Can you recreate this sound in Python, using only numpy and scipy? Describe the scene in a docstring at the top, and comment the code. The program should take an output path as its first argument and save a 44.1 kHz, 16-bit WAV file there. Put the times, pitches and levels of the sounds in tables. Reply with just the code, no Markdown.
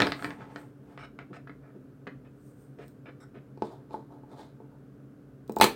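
"""In a small, faintly humming room, a cardboard box is nudged over a wooden table with hard clacks
and soft bumps, skin brushing its sides. From about one second, scissors rasp in the hand; later
their blades tick and the dry pivot squeaks once. From 3.5 s the blades tap the hollow box and
scrape along a taut plastic strap. They bite, the strap snaps at 5.6 s, and its loose ends
slap and skid over the cardboard."""
import sys
import numpy as np
from scipy import signal
from scipy.fft import rfft, irfft
from scipy.io import wavfile

SR = 44100
rng = np.random.default_rng(int(sys.argv[2]) if len(sys.argv) > 2 else 0)


def wav_record(signal):
    """Record a signal, one row per channel, as 16-bit PCM in the file named by sys.argv[1]."""
    frames = np.transpose(np.atleast_2d(signal))
    bounded = np.clip(frames, -1, 1)
    # unit amplitude maps onto the largest positive 16-bit level
    quanta = np.round(bounded * 32767).astype(np.int16)
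    wavfile.write(sys.argv[1], SR, quanta)


N = 253795
T = np.arange(N) / SR
RING_TIME = T[:SR // 4]

# Appliance hum. Each row: pitch in Hz, rms level in dB.
HUM_TONES = [(120, -68.5), (131, -59.5), (139, -58), (257, -60.5), (290, -59)]
# Shoves of the box, then brushes of skin. Each row: fastest moment in seconds, level in dB.
SLIDES = [(0, -25.5), (0.254, -40), (.42, -45.5), (.51, -50), (.58, -49), (.92, -55)]
BRUSHES = [(.07, -57), (.24, -57.5), (.6, -68.5), (.92, -80.5), (2.475, -70.5), (2.62, -71.5),
           (2.87, -74.5)]
# Hand on the box. Each row: start in seconds, length in seconds, level in dB, pitch in Hz.
BUMPS = [(0, 0.063, -29.5, 270), (0, 0.071, -35, 216), (1.29, .048, -44.5, 265), (1.741, 0.04, -46, 284),
         (2.778, 0.037, -45.5, 465), (3.071, 0.034, -46.5, 388), (3.34, 0.055, -47, 284)]
# Hard handling knocks. Each row: start in seconds, level in dB, relative table thump in dB.
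CLACKS = [(0.003, -10.5, -9), (0.0199, -9, -14.5), (0.034, -28, 4.5), (0.0697, -18.5, -10),
          (0.1206, -19, -8.5), (0.1932, -32, -15), (0.2244, -26.5, -8), (0.245, -20, -6.5),
          (0.306, -26.5, -9), (0.408, -40, -6), (0.418, -39.5, -17), (0.5604, -27, -6.5),
          (0.9762, -31, -25), (1.1894, -30, -8.5), (1.331, -37, -4), (1.473, -36.5, -7),
          (1.4955, -36.5, -2), (2.069, -32, -2.5), (2.0741, -30, 2.5)]
# Scissors in the hand. Each row: start and length in seconds, level in dB, treble cutoff in Hz,
# relative ring in dB.
RASPS = [(0.986, 0.076, -49, 9000, 6), (1.2, 0.03, -53.5, 4000, -17), (1.332, 0.044, -50.5, 8000, -10),
         (1.625, .093, -62, 1890, -4), (2.245, 0.035, -63.5, 4166, -9.5), (2.783, .065, -54, 6000, -16),
         (3.055, .05, -52, 4100, 1), (3.341, 0.052, -56.5, 3600, -17)]
# Blade catching on blade. Each row: start in seconds, level in dB.
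TICKS = [(2.881, -41.5), (5.478, -42.5), (5.4951, -35.5), (5.521, -33), (5.563, -25.5), (5.5862, -24),
         (5.5995, -25)]
# Blades on box and strap. Each row: start in seconds, level in dB, relative tick and boom in dB.
TAPS = [(3.575, -39, -17, 16), (3.6215, -16, -21.5, 7.5), (3.908, -36, -21.5, 6), (3.942, -22, -35, -8),
        (4.2355, -42, -30, -2), (4.603, -38, -43, 18), (5.496, -23, -28, 22), (5.5671, -15.5, -33, 2),
        (5.585, -34, -20, 4), (5.5998, -13, -18, -5)]
# Blade along the strap. Each row: fastest moment in seconds, cardboard in dB, edge hiss in dB.
SCRAPES = [(3.65, -49.5, -56), (3.715, -46, -61.5), (3.934, -45, -59), (4.125, -50.5, -72),
           (4.323, -47, -62), (4.395, -47, -53), (4.615, -58.5, -88.5), (4.725, -63, -93)]
# The break and its slaps. Each row: start in seconds, level in dB, relative lid ring and boom in dB.
SNAPS = [(5.6115, -7, -9, -20), (5.613, -8, 7.5, -25), (5.622, -9, -2, -5.5), (5.6264, -14, -1, -7.5),
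         (5.632, -12.5, -9, -0.5), (5.6416, -9, -25, -10.5), (5.6482, -21, 0, -20)]

# Resonances of each body. Each row: pitch in Hz, level in dB, seconds to fade by 60 dB.
TABLE_MODES = [(135, -10, .07), (188.5, 2.5, .08), (287, 17.5, .09), (411.5, 5, 0.21), (486.4, 12.5, 0.038),
               (575, -3.5, .04)]
CLACK_MODES = [(685, -14, .04), (994, -27.5, .02), (1263, -3, 0.011), (1450, -5.5, 0.032),
               (1420, 4.5, 0.049), (1927, -6, .014), (2274, -4, .015), (2713, -12.5, .008),
               (3814, -13.5, .008), (4523, -14, .006)]
RASP_MODES = [(1420, 0, .014), (1650, -4, .014), (2350, -3, .02), (2880, -11, .016), (3700, -13, .012),
              (5300, -15, .015), (8600, -19, .008)]
PIVOT_MODES = [(1370, 1.5, 0.014), (1870, -4.5, 0.0081), (3700, -10, .01), (5300, -5, 0.0046),
               (7500, -7.5, 0.0063), (8600, -18, 0.009)]
BOX_MODES = [(218.2, -4, 0.12), (325.2, -6, 0.08), (372, -4.5, 0.033), (443, -5, 0.049)]
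LID_MODES = [(540, -22, 0.022), (646, -4, 0.038), (845, 0.5, 0.045), (882, -0.5, 0.031), (1240, -21, 0.024),
             (1450, -13, 0.069)]
STEEL_MODES = [(1210, -24, 0.026), (2370, -3, 0.081), (4350, -12, 0.0092), (6090, 0, 0.011),
               (8100, 0.5, 0.019)]

# Tone colours of the air, hits and rubs. Each row: frequency in Hz, relative level in dB.
AIR_COLOUR = [(15, -42.5), (25, -37), (70, -17), (117, -4.5), (153, -1), (185, -27), (270, 1.5), (309, -12),
              (344, -12.5), (427, -5.5), (887, -23.5), (1520, -21.5), (1890, -31.5), (3080, -39),
              (16000, -63)]
LOW_AIR_COLOUR = [(25, -37), (42, -11.5), (54, 5), (85, -8.5), (120, 7), (165, 0), (210, 7.5), (300, -6.5),
                  (400, 0.5), (900, -40)]
SLIDE_COLOUR = [(50, -17.5), (130, -2), (290, 0.5), (420, -4), (800, -4), (1500, -13.5), (2300, -19),
                (4000, -30.5), (7000, -37.5), (16000, -59)]
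CLACK_COLOUR = [(200, -20), (650, 2.5), (830, -11), (1150, 4), (1900, 3.5), (2800, -7), (4300, -10),
                (6300, -22.5), (9000, -29), (10500, -40), (16000, -38.5)]
BRUSH_COLOUR = [(2000, -27.5), (5000, -9.5), (7000, -5), (8700, 4), (10200, -12), (13000, -5), (15500, -8)]
RASP_COLOUR = [(300, 1), (650, 16), (850, -1.5), (1450, 3), (2300, -0.5), (3200, -9), (5500, -15),
               (6500, -15), (8700, -14.5), (10500, -31), (16000, -5)]
TICK_COLOUR = [(1000, -31), (4000, 10), (6000, 3), (8700, 11), (10500, -6), (16000, 13)]
EDGE_COLOUR = [(500, 24), (1800, -39), (2400, 23.5), (3000, 7), (4000, 16), (6500, 0.5), (9000, -2),
               (11000, -24), (16000, -88)]
CARD_COLOUR = [(150, -10), (300, 6.5), (450, 4.5), (700, 4), (900, 1.5), (1200, -4.5), (2000, -36),
               (4000, -38)]
HISS_COLOUR = [(1500, 7.5), (2800, -4), (3800, 6.5), (6000, -6.5), (8500, -5), (10500, -15), (16000, -19)]
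STRAP_COLOUR = [(60, -21), (130, 20), (200, -9), (400, -19), (1000, 11), (1400, 3), (1800, -6.5),
                (2450, -1), (3000, -1.5), (4000, 3), (5300, -13.5), (8400, -29.5), (11000, -15),
                (16000, -12.5)]
SKID_COLOUR = [(60, -24), (130, -6), (220, 4.5), (400, 7), (1000, -3), (1800, -5), (2450, 0.5), (3500, -12),
               (5300, -16), (8600, -8.5), (11000, -14.5), (16000, -26)]

# The room's tail. Each row: frequency in Hz, seconds to fade by 60 dB.
ROOM_T60 = [(150, 0.37), (600, 0.2), (3000, 0.25), (8000, 0.17), (16000, 0.23)]


def amp(db):
    return 10 ** (np.asarray(db) / 20)


def unit(x):
    """Scale to rms 1."""
    return x / np.sqrt(np.mean(x ** 2))


def peak(x):
    """Scale to peak 1."""
    return x / np.abs(x).max()


def add(out, start, x):
    """Mix a sound in at a start time in seconds."""
    i = max(int(start * SR), 0)
    out[i:i + len(x)] += x[:N - i]


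def on_log(points, hz):
    """Read a curve on a log-frequency axis."""
    freqs, values = np.transpose(points)
    return np.interp(np.log(np.maximum(hz, 1)), np.log(freqs), values)


def band(x, hz, kind, order=2):
    """Butterworth filter."""
    return signal.sosfilt(signal.butter(order, np.minimum(hz, SR / 2 - 1), kind, fs=SR, output="sos"), x)


def through(x, response):
    """Pass a sound through an impulse response."""
    return signal.fftconvolve(x, response)[:len(x)]


def click(colour):
    """The tightest click that has this tone colour."""
    size = 2 * len(RING_TIME)
    hz = np.arange(size // 2 + 1) * SR / size
    cepstrum = irfft(np.log(amp(on_log(colour, hz))))
    cepstrum[1:size // 2] *= 2  # fold to minimum phase
    cepstrum[size // 2:] = 0
    return peak(irfft(np.exp(rfft(cepstrum)))[:len(RING_TIME)])


def ring(modes, detune=0.022):
    """Damped modes; each contact point tunes them a little differently."""
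    hz, db, t60 = np.transpose(modes)[:, :, None]
    hz = hz * (1 + detune * rng.standard_normal(hz.shape))
    decay = np.exp(-np.log(1000) * RING_TIME / t60)
    return peak(np.sum(amp(db) * np.sin(2 * np.pi * hz * RING_TIME) * decay, axis=0))


def contact(colour, chatter_s, chatter_db=-2, split_hz=2400):
    """A clean push in the lows, a dying burst of micro-impacts in the highs."""
    push = click(colour)
    burst = rng.standard_normal(len(RING_TIME)) * np.exp(-RING_TIME / chatter_s)
    burst = through(burst / np.linalg.norm(burst), push)
    return 2 * (band(push, split_hz, "low") + amp(chatter_db) * band(burst, split_hz, "high"))


def friction(response, grain_db):
    """Dense micro-slips of uneven size sounding through a body; zero grain gives smooth noise."""
    sizes = amp(grain_db * np.repeat(rng.standard_normal(N // 32 + 1), 32)[:N])
    return unit(through(rng.standard_normal(N) * sizes, response))


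def swells(times, peaks_db, rise_db_per_s, fall_db_per_s):
    """Envelope of a run of rubs: each builds to its peak and dies away."""
    since = T - times[:, None]
    db = peaks_db[:, None] - np.maximum(-rise_db_per_s * since, fall_db_per_s * since)
    return amp(np.maximum(db.max(axis=0), -200))


def stroke(x, length, fade_share):
    """A stretch of steady sound, eased in and out."""
    count = max(int(length * SR), 2)
    return unit(x[-count:]) * signal.windows.tukey(count, fade_share)


def room_tone(air_db=-58, low_db=-56, waver_hz=1.5, waver_db=2):
    """A bed of still air and a softly wavering appliance hum."""
    out = amp(air_db) * friction(click(AIR_COLOUR), grain_db=0)
    out += amp(low_db) * friction(click(LOW_AIR_COLOUR), grain_db=0)
    knots = np.linspace(0, T[-1], 40)
    for hz, db in HUM_TONES:
        drift, swell = (np.interp(T, knots, v) for v in rng.standard_normal((2, len(knots))))
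        phase = 2 * np.pi * np.cumsum(hz + waver_hz * drift) / SR
        out += np.sqrt(2) * amp(db + waver_db * swell) * np.sin(phase)
    return out


def box_slides(table_db=-4):
    """The box drags over the wood and sets the table top ringing."""
    body = unit(click(SLIDE_COLOUR)) + amp(table_db) * unit(ring(TABLE_MODES))
    envelope = swells(*np.transpose(SLIDES), rise_db_per_s=164, fall_db_per_s=148)
    return envelope * friction(body, grain_db=1.2)


def hand_bumps():
    """The steadying hand bumps the box: soft puffs of low noise."""
    out = np.zeros(N)
    for start, length, db, hz in BUMPS:
        thud = band(rng.standard_normal(SR // 2), [0.7 * hz, 1.3 * hz], "band")
        add(out, start, amp(db) * stroke(thud, length, fade_share=0.89))
    return out


def clacks(ring_db=-8, hard_tick_db=5.5, fully_hard_db=-18.5):
    """Hard plastic knocks: a brief tick, a few milliseconds of chatter and a thump of the table top."""
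    out = np.zeros(N)
    for start, db, thump_db in CLACKS:
        # harder hits are brighter, until the contact is fully hard
        tick_db = hard_tick_db + 1.02 * min(db - fully_hard_db, 0)
        knock = contact(CLACK_COLOUR, chatter_s=0.0041, chatter_db=-2.5, split_hz=1200)
        knock = band(knock + amp(ring_db) * ring(CLACK_MODES, detune=0.019), 2400, "low")
        tick = band(contact(CLACK_COLOUR, chatter_s=0.0008, chatter_db=-3.5), 2800, "high")
        thump = band(ring(TABLE_MODES, detune=0.023), 150, "high")
        add(out, start, amp(db) * (knock + amp(tick_db) * tick + amp(thump_db) * thump))
    return out


def skin_brushes():
    """Skin grazes the cardboard with an airy hiss."""
    envelope = swells(*np.transpose(BRUSHES), rise_db_per_s=128, fall_db_per_s=161)
    return envelope * friction(click(BRUSH_COLOUR), grain_db=2)


def scissor_rasps():
    """Scissor parts rub together in short, gritty strokes."""
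    out = np.zeros(N)
    for start, length, db, cutoff_hz, ring_db in RASPS:
        body = unit(click(RASP_COLOUR)) + amp(ring_db) * unit(ring(RASP_MODES, detune=0.055))
        grit = friction(body, grain_db=2.9)[:SR // 2]
        grit = band(grit, cutoff_hz, "low", order=3)
        add(out, start, amp(db) * stroke(grit, length, fade_share=0.2))
    return out


def blade_ticks():
    """The blades catch on each other as they close, tiny and bright."""
    out = np.zeros(N)
    for start, db in TICKS:
        add(out, start, amp(db) * contact(TICK_COLOUR, chatter_s=0.0018))
    return out


def pivot_squeak(start=3.201, length=0.045, db=-58):
    """The dry pivot squeaks once as the scissors are lifted."""
    out = np.zeros(N)
    squeak = friction(ring(PIVOT_MODES), grain_db=2)
    add(out, start, amp(db) * stroke(squeak, length, fade_share=0.14))
    return out


def hollow_box(detune):
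    """The panels of the box boom; it is too small to radiate deep bass."""
    return peak(band(ring(BOX_MODES, detune), 215, "high", order=3))


def blade_taps(cutoff_hz=1300, boom_trim_db=-7, dent_db=1):
    """A blade dents the lid, the hollow box answers, and the steel edge ticks."""
    out = np.zeros(N)
    for start, db, tick_db, boom_db in TAPS:
        lid = ring(LID_MODES, detune=0.024)
        boom = amp(boom_db + boom_trim_db) * hollow_box(detune=0.011)
        dent = amp(dent_db) * click(CARD_COLOUR)
        card = peak(band(lid + boom + dent, cutoff_hz, "low"))
        tick = amp(tick_db) * contact(EDGE_COLOUR, chatter_s=0.0018)
        add(out, start, amp(db) * (card + tick))
    return out


def blade_scrapes(card_trim_db=-1, hiss_trim_db=-3):
    """Steel drags along the strap: coarse cardboard grain under a fine edge hiss."""
    times, card_db, hiss_db = np.transpose(SCRAPES)
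    slopes = dict(rise_db_per_s=447.5, fall_db_per_s=192)
    card = swells(times, card_db + card_trim_db, **slopes) * friction(click(CARD_COLOUR), grain_db=5.2)
    hiss = swells(times, hiss_db + hiss_trim_db, **slopes) * friction(click(HISS_COLOUR), grain_db=2.9)
    return card + hiss


def strap_snap(steel_db=-8, skid_db=-9.5, damping_s=0.0095):
    """The strap breaks, jolting lid and blades; its ends slap and skid across the box."""
    out = np.zeros(N)
    choke = np.exp(-RING_TIME / damping_s)  # the strap damps the panels it strikes
    for start, db, lid_db, boom_db in SNAPS:
        tear = contact(STRAP_COLOUR, chatter_s=0.0012, chatter_db=1, split_hz=560)
        steel = amp(steel_db) * ring(STEEL_MODES, detune=0.011)
        lid = amp(lid_db) * ring(LID_MODES)
        boom = amp(boom_db) * hollow_box(detune=0.097)
        add(out, start, amp(db) * (band(tear + steel + lid, 390, "high") + boom) * choke)
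    times, slap_db = np.transpose(SNAPS)[:2]
    skid = swells(times, slap_db + skid_db, rise_db_per_s=25000, fall_db_per_s=1050)
    return out + skid * friction(click(SKID_COLOUR), grain_db=5)


def room(x, wet_db=-5, early_db=-14):
    """Table and wall reflect at once; a short diffuse tail follows, lingering longest in the bass."""
    t, tail = T[:SR // 2], 0
    for hz in 62.5 * 2 ** np.arange(9):
        octave = band(rng.standard_normal(len(t)), hz * np.sqrt([0.5, 2]), "band")
        tail += octave * np.exp(-np.log(1000) * t / on_log(ROOM_T60, hz))
    tail *= 1 - np.exp(-t / 0.0016)
    response = amp(wet_db) * tail / np.linalg.norm(tail)
    for lag_s, share in [(0.0023, 0.49), (0.0056, 0.58)]:
        response[int(lag_s * SR)] += share * amp(early_db)
    return x + through(x, response)


def scene():
    """Hits and rubs share one room over a bed of room tone, in mono."""
    hits = clacks() + blade_taps() + blade_ticks() + strap_snap()
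    handling = scissor_rasps() + hand_bumps() + pivot_squeak()
    rubs = box_slides() + skin_brushes() + blade_scrapes()
    return (room(hits + handling + rubs) + room_tone())[None]


def record(dry):
    """The microphone sheds the deep bass, tops out at full scale and cuts the highest treble."""
    clipped = np.clip(band(dry, 52, "high", order=4), -1, 1)
    treble_cut = signal.ellip(10, 0.2, 80, 15950, fs=SR, output="sos")
    return signal.sosfilt(treble_cut, clipped)


dry = scene()
out = record(dry)
wav_record(out)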